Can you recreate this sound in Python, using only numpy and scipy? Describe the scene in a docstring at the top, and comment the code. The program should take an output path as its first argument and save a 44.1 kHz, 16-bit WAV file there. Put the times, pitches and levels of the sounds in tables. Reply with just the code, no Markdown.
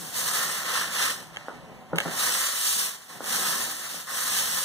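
"""Hand-pumped fogger, close up

A small thermal fogger in a bare room, close to a phone whose two microphone ports are crossed into
wide stereo. Each stroke of the hand pump drives out a hissing, spitting jet of water that rings the
barrel. The plunger rubs, knocks the plastic housing at the ends of its travel and clicks."""
import sys
import numpy as np
from scipy import signal
from scipy.fft import rfft, irfft
from scipy.io import wavfile
from scipy.ndimage import map_coordinates

SR = 44100
rng = np.random.default_rng(int(sys.argv[2]) if len(sys.argv) > 2 else 0)


def put_to_file(sound):
    """Save the sound as 16-bit audio at rate SR, in the file named by the first command-line argument."""
    columns = np.atleast_2d(sound).T  # one column per channel
    safe = np.clip(columns, -1, 1)
    whole_steps = np.round(safe * 32767)
    wavfile.write(sys.argv[1], SR, whole_steps.astype(np.int16))


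N = 204828
TIME = np.arange(N) / SR
FREQ = np.arange(N // 2 + 1) * SR / N
PORT_DELAY_S = .000385  # sound's travel time from one microphone port to the other


def spray():
    """Pump pressure drives jet and barrel together; both sputter as air bubbles pass with the water."""
    hiss_gain, top_gain, barrel_gain = surges()
    sputter = undb(.85 * walk(rate_hz=16) + .7 * walk(rate_hz=70))
    hiss = jet(hiss_gain, top_gain)
    rush = barrel() * barrel_gain * undb(0.88 * walk(rate_hz=47))
    return sputter * (hiss + rush)


# Surges of spray. Each row: start, rise and hold in seconds, fall in dB per second, hiss level in dB,
# barrel rush in dB relative to that, tilt in dB (added to the top of the hiss, taken from the rest).
SURGES = [(0.0, 0.0019, 0.14, 117, -38, -8.5, 9), (0.11, 0.066, 0.24, 46, -28, -8.5, 9.5),
          (0.205, 0.18, 0.09, 32, -31, -1.5, 4), (0.575, .2, 0.021, 91, -24, -4.5, 2.5),
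          (0.857, 0.18, 0.038, 159, -21, -7.5, 3.5), (1.276, 0.097, 0.046, 53, -50, 2, -4.5),
          (1.934, 0.082, 0.38, 100, -36, -2, 1.5), (2.07, 0.17, 0.18, 42.5, -23.5, -8, 7.5),
          (2.45, .24, .16, 185, -24.8, -17, 9.5), (2.76, .05, .04, 115, -37, 0, 0),
          (3.07, .03, .13, 100, -43, -4.5, 6), (3.194, 0.14, 0.18, 35, -25, -7.5, 8),
          (3.813, 0.018, 0.0092, 150, -42.5, 0.5, -2), (3.874, 0.042, 0.03, 62, -33, -13, 5.5),
          (4.049, 0.04, 0.05, 118, -38, 0, 5), (4.037, 0.18, 0.96, 91, -27.5, -7, 9.5),
          (4.23, 0.15, 0.036, 100, -24.5, -31, 4)]


def surges():
    """Surges add in power over a small nozzle leak: gains of the hiss, its top and the barrel rush."""
    leak_db, drying_db_per_s = -58.5, 2.5
    power = np.full((3, N), undb(leak_db) ** 2)
    for start_s, rise_s, hold_s, fall_db_per_s, hiss_db, barrel_db, tilt_db in SURGES:
        flow = undb(hiss_db) * envelope(start_s, rise_s, hold_s, fall_db_per_s, creep_db_per_s=1.5)
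        # as the spray dries, less of it strikes the barrel
        wetness = undb(barrel_db - drying_db_per_s * np.maximum(TIME - start_s - rise_s, 0))
        power += np.array([flow * undb(-tilt_db), flow * undb(tilt_db), flow * wetness]) ** 2
    return np.sqrt(power)


# The hiss at close range. Each row: frequency in Hz, relative level in dB.
JET_SPECTRUM = [(60, -46), (200, -17.5), (900, -5.5), (1950, 0.5), (2400, 4), (3050, 3.5), (4300, 0),
                (5150, 5.5), (5900, 0.5), (6700, -2.5), (7400, 3), (8500, 0), (10300, -2), (12500, -5.5),
                (15500, -7)]


def jet(hiss_gain, top_gain):
    """Water and air hiss out of the swaying, hand-held nozzle and spread into a plume."""
    spitting = turbulence(drops_per_s=1100, spread_db=4.5, drops_db=-2)
    # the nozzle points away from the phone, so most of it arrives off the walls
    nozzle = unit(waver(in_room(spitting, wet_db=2.5), share=.0015))
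    # the plume is a wide source, and takes over in the treble
    plume = at_ports(rng.standard_normal((2, N)))
    spread = FREQ / 6500
    hiss = shape(nozzle, 1 / np.hypot(1, spread)) + shape(plume, spread / np.hypot(1, spread))
    hiss = unit(shape(hiss, colour(JET_SPECTRUM)))
    # a finer mist carries more top
    top = shape(hiss, FREQ ** 2 / (FREQ ** 2 + 7000 ** 2))
    return (hiss - top) * hiss_gain + top * top_gain


# Resonances of the barrel. Each row: centre in Hz, width in Hz, relative level in dB.
BARREL_RESONANCES = [(522, 164, -7.5), (860, 120, -31), (1065, 156, -2), (1307, 150, 1), (1570, 150, 0),
                     (1773, 81, 7.5), (1970, 180, 1.5)]


def barrel():
    """Spray striking the inside of the barrel rushes in resonances that waver as the water sloshes."""
    spatter = unit(in_room(turbulence(drops_per_s=300, spread_db=3.5, drops_db=-3), wet_db=5.5))
    # air streams out with it, partly heard direct and partly off the walls
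    draught = unit(rng.standard_normal(N) + undb(-1) * at_ports(rng.standard_normal((2, N))))
    rush = spatter + undb(-1) * draught
    power = sum(np.abs(undb(db) * resonance(hz, width)) ** 2 for hz, width, db in BARREL_RESONANCES)
    # the open mouth lets out neither deep bass nor treble
    mouth = FREQ ** 2 / (FREQ ** 2 + 250 ** 2) / (1 + (FREQ / 3200) ** 4)
    return unit(waver(shape(rush, np.sqrt(power) * mouth), share=.012))


def turbulence(drops_per_s, spread_db, drops_db):
    """Rushing noise peppered with droplet impacts, most small and a few large."""
    sizes = undb(spread_db * np.minimum(rng.exponential(size=N), 4))
    drops = (rng.random(N) < drops_per_s / SR) * sizes * rng.choice([-1, 1], N)
    return unit(rng.standard_normal(N) + undb(drops_db) * unit(drops))


# Plunger knocks. Each row: start in seconds, level in dB, contact time in ms, tank boom in dB.
KNOCKS = [(0.018, -39, 1.3, -42), (1.4836, -30.5, 0.22, -56), (1.9315, -16.5, 1.5, -21.5),
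          (1.9338, -22.5, 0.58, -40), (1.949, -33, .7, -52), (1.973, -33.5, .7, -54),
          (2.0528, -32, 0.43, -33), (2.0572, -26.5, 0.7, -28), (2.0602, -26.5, 0.46, -45),
          (2.068, -35.5, .7, -50), (2.085, -32, 0.92, -59), (3.206, -30.5, 0.44, -62),
          (3.944, -41, 0.42, -47)]
# Modes of the plastic housing. Each row: frequency in Hz, level in dB, seconds to fall 60 dB.
HOUSING_MODES = [(318, -20, 0.037), (486, -11, 0.019), (556, -15, 0.13), (602, -11.5, 0.062),
                 (700, 0, 0.014), (790, -5.5, 0.028), (902, -5, 0.031), (1160, -0.5, 0.013),
                 (1283, 0, 0.019), (1440, 1.5, 0.026), (1600, -16, 0.02), (1770, -9, 0.021)]


def knocks():
    """The plunger lands blunt blows on the housing: a longer contact is duller."""
    out, t = np.zeros(N), TIME[:SR // 2]
    housing = ring(HOUSING_MODES, t)
    for start_s, db, contact_ms, _ in KNOCKS:
        push = t * np.exp(-4 * t / (contact_ms / 1000))
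        knock = signal.fftconvolve(housing, push / push.sum())[:len(t)]
        add(out, start_s, undb(db) * knock)
    # so small a body radiates no deep bass
    return signal.sosfilt(signal.butter(4, 160, "high", fs=SR, output="sos"), out)


# Modes of the hollow tank. Each row: frequency in Hz, level in dB, seconds to fall 60 dB.
TANK_MODES = [(167, 0, 0.46), (327, -3, 0.082), (395, -5, 0.054)]


def tank():
    """Each knock sets the hollow tank booming until the hand damps it."""
    free_s, damping_s = .05, 0.0072
    out, t = np.zeros(N), TIME[:SR // 2]
    swell = 1 - np.exp(-t / .002)
    damping = (1 - np.tanh((t - free_s) / damping_s)) / 2
    for start_s, _, _, boom_db in KNOCKS:
        add(out, start_s, undb(boom_db) * swell * damping * ring(TANK_MODES, t))
    return out


# Sharp clicks of the pump. Each row: start in seconds, level in dB, crack in dB relative to that.
CLICKS = [(1.3615, -31, 0), (1.370, -22, -11), (1.9585, -31, 12), (1.964, -35, 10), (1.971, -36, 6),
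          (1.9815, -26, -2), (1.9848, -10, -1.5), (1.9856, -22, 7), (1.992, -30, -14), (2.003, -16, 3),
          (2.006, -24, -8), (2.011, -23, -9), (2.018, -30, -6), (3.242, -33, 19), (3.260, -37, 14),
          (4.212, -40, 10)]
# Modes of the clicking parts. Each row: frequency in Hz, level in dB, seconds to fall 60 dB.
CLICK_MODES = [(587, -17.5, 0.052), (866, -9.5, .02), (1310, -15, .012), (1708, -7.5, 0.025),
               (1910, 0, 0.0091), (2180, 6, 0.0078), (2790, 14, 0.0033), (3110, -4.5, 0.012),
               (3590, -3, 0.0071), (6560, -5.5, 0.0067), (6960, -11, 0.0049)]


def clicks():
    """Hard little parts snap together: a brief crack and a short ring."""
    out, t = np.zeros(N), TIME[:SR // 8]
    seating = 1 - np.exp(-t / .0004)
    for start_s, db, crack_db in CLICKS:
        crack = undb(crack_db) * rng.standard_normal(len(t)) * fade(t, t60=.007)
        add(out, start_s, undb(db) * seating * (ring(CLICK_MODES, t) + crack))
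    return out


# Moves of the plunger. Each row: start and hold in seconds, rub in dB, rumble in dB relative to that.
PLUNGER_MOVES = [(-0.04, 1.14, -45.5, 1), (1.174, 0.25, -48.5, 1), (1.51, 0.43, -45.5, 3.5),
                 (2, 0.24, -43.5, -3.5), (2.502, 0.2, -52, -15), (2.725, 0.037, -48, -15),
                 (3.074, 0.036, -47, -19), (3.242, 0.32, -40.5, -7), (3.822, 0.075, -50.5, 1.5),
                 (4.09, 0.11, -48.5, -4), (4.275, 0.23, -46, 6.5)]
# The rubbing seal at close range. Each row: frequency in Hz, relative level in dB.
RUB_SPECTRUM = [(30, -13), (80, -6.5), (110, -1.5), (140, 0.5), (175, 1), (240, 0), (330, -6.5),
                (550, -5.5), (900, -7.5), (1400, -21.5), (2400, -12.5), (3400, -28), (9000, -42),
                (15000, -33)]


def plunger():
    """The seal rubs unevenly along the pump bore and murmurs through the tank."""
    rise_s, fall_db_per_s, rumble_below_hz = 0.044, 51, 122
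    power = np.zeros((2, N))
    for start_s, hold_s, db, rumble_db in PLUNGER_MOVES:
        motion = envelope(start_s, rise_s, hold_s, fall_db_per_s)
        power += (undb([[db], [db + rumble_db]]) * motion) ** 2
    rub_gain, rumble_gain = np.sqrt(power)
    # the colour wavers as the machine sways in the hand
    friction = waver(in_room(rng.standard_normal(N), wet_db=-0.5), share=.03)
    rub = unit(shape(friction, colour(RUB_SPECTRUM)))
    rumble = shape(rub, 1 / (1 + (FREQ / rumble_below_hz) ** 4))
    unevenness = undb(1.25 * walk(rate_hz=13))
    return ((rub - rumble) * rub_gain + rumble * rumble_gain) * unevenness


# The quiet of the bare room. Each row: frequency in Hz, relative level in dB.
ROOM_SPECTRUM = [(25, -16), (60, -4), (120, -9), (250, -18), (1000, -6), (4000, -23), (15000, -39)]


def room_tone():
    """Faint, low noise reaches the phone from all sides."""
    air = at_ports(rng.standard_normal((2, N)))
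    return undb(-59.5) * unit(shape(air, colour(ROOM_SPECTRUM)))


def in_room(x, wet_db):
    """The direct sound at both ports, then dense reflections from floor and walls."""
    tail = rng.standard_normal((2, N)) * fade(TIME, t60=0.28) * (1 - np.exp(-TIME / 0.0021))
    tail = at_ports(tail / np.sqrt(np.sum(tail[0] ** 2)))
    return x + undb(wet_db) * signal.fftconvolve(tail, x[None], axes=1)[:, :N]


def at_ports(pair):
    """Two unrelated signals become a diffuse field at the two ports: alike only in the bass."""
    alike = np.sinc(2 * FREQ * PORT_DELAY_S)
    common = shape(pair[0], np.sqrt((1 + alike) / 2))
    apart = shape(pair[1], np.sqrt((1 - alike) / 2))
    return np.array([common + apart, common - apart])


def off_axis(x, lag_ms):
    """A close sound from one side reaches the second port later."""
    return np.array([x, shape(x, np.exp(-2j * np.pi * FREQ * lag_ms / 1000))])


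def envelope(start_s, rise_s, hold_s, fall_db_per_s, creep_db_per_s=0):
    """A smooth rise, a hold that may creep upward, and an exponential fall as the hand eases off."""
    ease_s = .02
    t = TIME - start_s
    rise = np.sin(np.pi / 2 * np.clip(t / rise_s, 0, 1)) ** 2
    held_s = np.maximum(t - rise_s, 0)
    falling_s = ease_s * np.logaddexp(0, (t - rise_s - hold_s) / ease_s)
    return rise * undb(creep_db_per_s * held_s - fall_db_per_s * falling_s)


def waver(x, share):
    """Let all frequencies of a sound drift up and down together by about this share."""
    place = np.arange(N) + np.cumsum(share * walk(rate_hz=4.88))
    return np.array([map_coordinates(side, [place], mode="mirror") for side in x])


def walk(rate_hz):
    """Smooth random drift of rms 1, changing about rate_hz times a second."""
    return unit(shape(rng.standard_normal(N), 1 / (1 + (FREQ / rate_hz) ** 4)))


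def ring(modes, t):
    """Struck modes dying away."""
    return sum(undb(db) * np.sin(2 * np.pi * hz * t) * fade(t, t60) for hz, db, t60 in modes)


def fade(t, t60):
    """Exponential decay, 60 dB down after t60 seconds."""
    return np.exp(-np.log(1000) * t / t60)


def resonance(hz, width_hz):
    """Response of one resonance, gain 1 at its centre."""
    return 1j * FREQ * width_hz / (hz ** 2 - FREQ ** 2 + 1j * FREQ * width_hz)


def colour(points):
    """Response through (Hz, dB) points."""
    hz, db = np.transpose(points)
    return undb(np.interp(np.log(FREQ + 1), np.log(hz), db))


def shape(x, response):
    """Filter by a frequency response."""
    return irfft(rfft(x) * response, N)


def add(out, start_s, sound):
    """Mix a sound in at its start time."""
    start = int(start_s * SR)
    out[start:start + len(sound)] += sound[:N - start]


def unit(x):
    """Scale to rms 1."""
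    return x / np.sqrt(np.mean(x ** 2))


def undb(db):
    """Decibels to gain."""
    return 10 ** (np.asarray(db) / 20)


def scene():
    """Spray and pump close by, the quiet room behind, as they reach the two ports."""
    air = room_tone()
    blows = in_room(knocks(), wet_db=0.0) + tank() + off_axis(clicks(), lag_ms=0.12)
    return spray() + plunger() + blows + air


# Stereo width of the phone. Each row: frequency in Hz, gain of the side signal in dB.
STEREO_WIDTH = [(40, -5), (120, 1.5), (300, 1.5), (1100, 2), (2400, 1), (3200, 4.5), (4200, 4),
                (5100, -5.5), (6000, 6), (7500, -0.5), (8900, 2.5), (10400, -0.5), (13000, 1.5)]


def record(dry):
    """The phone widens its stereo by taking a delayed copy of each port from the other."""
    mismatch_db, side_share, lag_drift_share, top_hz = 1.43, .8, .014, 15500
    left, right = dry * undb([[mismatch_db], [-mismatch_db]])
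    cross_gain = colour([(100, -.2), (2500, -.05), (5000, -.3), (7500, -1.1), (10500, -11), (15000, -15)])
    # the crossed path lags a little further above the bass
    lag_cycles = FREQ * PORT_DELAY_S + .066 * FREQ ** 2 / (FREQ ** 2 + 900 ** 2)
    cross_path = cross_gain * np.exp(-2j * np.pi * lag_cycles)
    place = np.arange(N) + lag_drift_share * PORT_DELAY_S * SR * walk(rate_hz=7)

    def crossed(x):
        """The delayed copy; its lag wavers, so hollow notches wander in the treble."""
        return map_coordinates(shape(x, cross_path), [place], mode="mirror")

    mid, side = (left + right) / 2, (left - right) / 2
    mid = mid - crossed(mid)
    side = shape(side + side_share * crossed(side), colour(STEREO_WIDTH))
    bass_lift = (520 + 1j * FREQ) / (130 + 1j * FREQ)
    wide = 0.56 * shape(np.array([mid + side, mid - side]), bass_lift)
    # the left channel is duller at the very top
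    lean = colour([(200, 0.4), (1500, -1.0), (8000, 0.1), (12000, -2.5), (15000, -3.0)])
    wide = shape(wide, np.array([lean, 1 / lean]))
    return signal.sosfilt(signal.ellip(10, .2, 80, top_hz, fs=SR, output="sos"), wide)


dry = scene()
out = record(dry)
put_to_file(out)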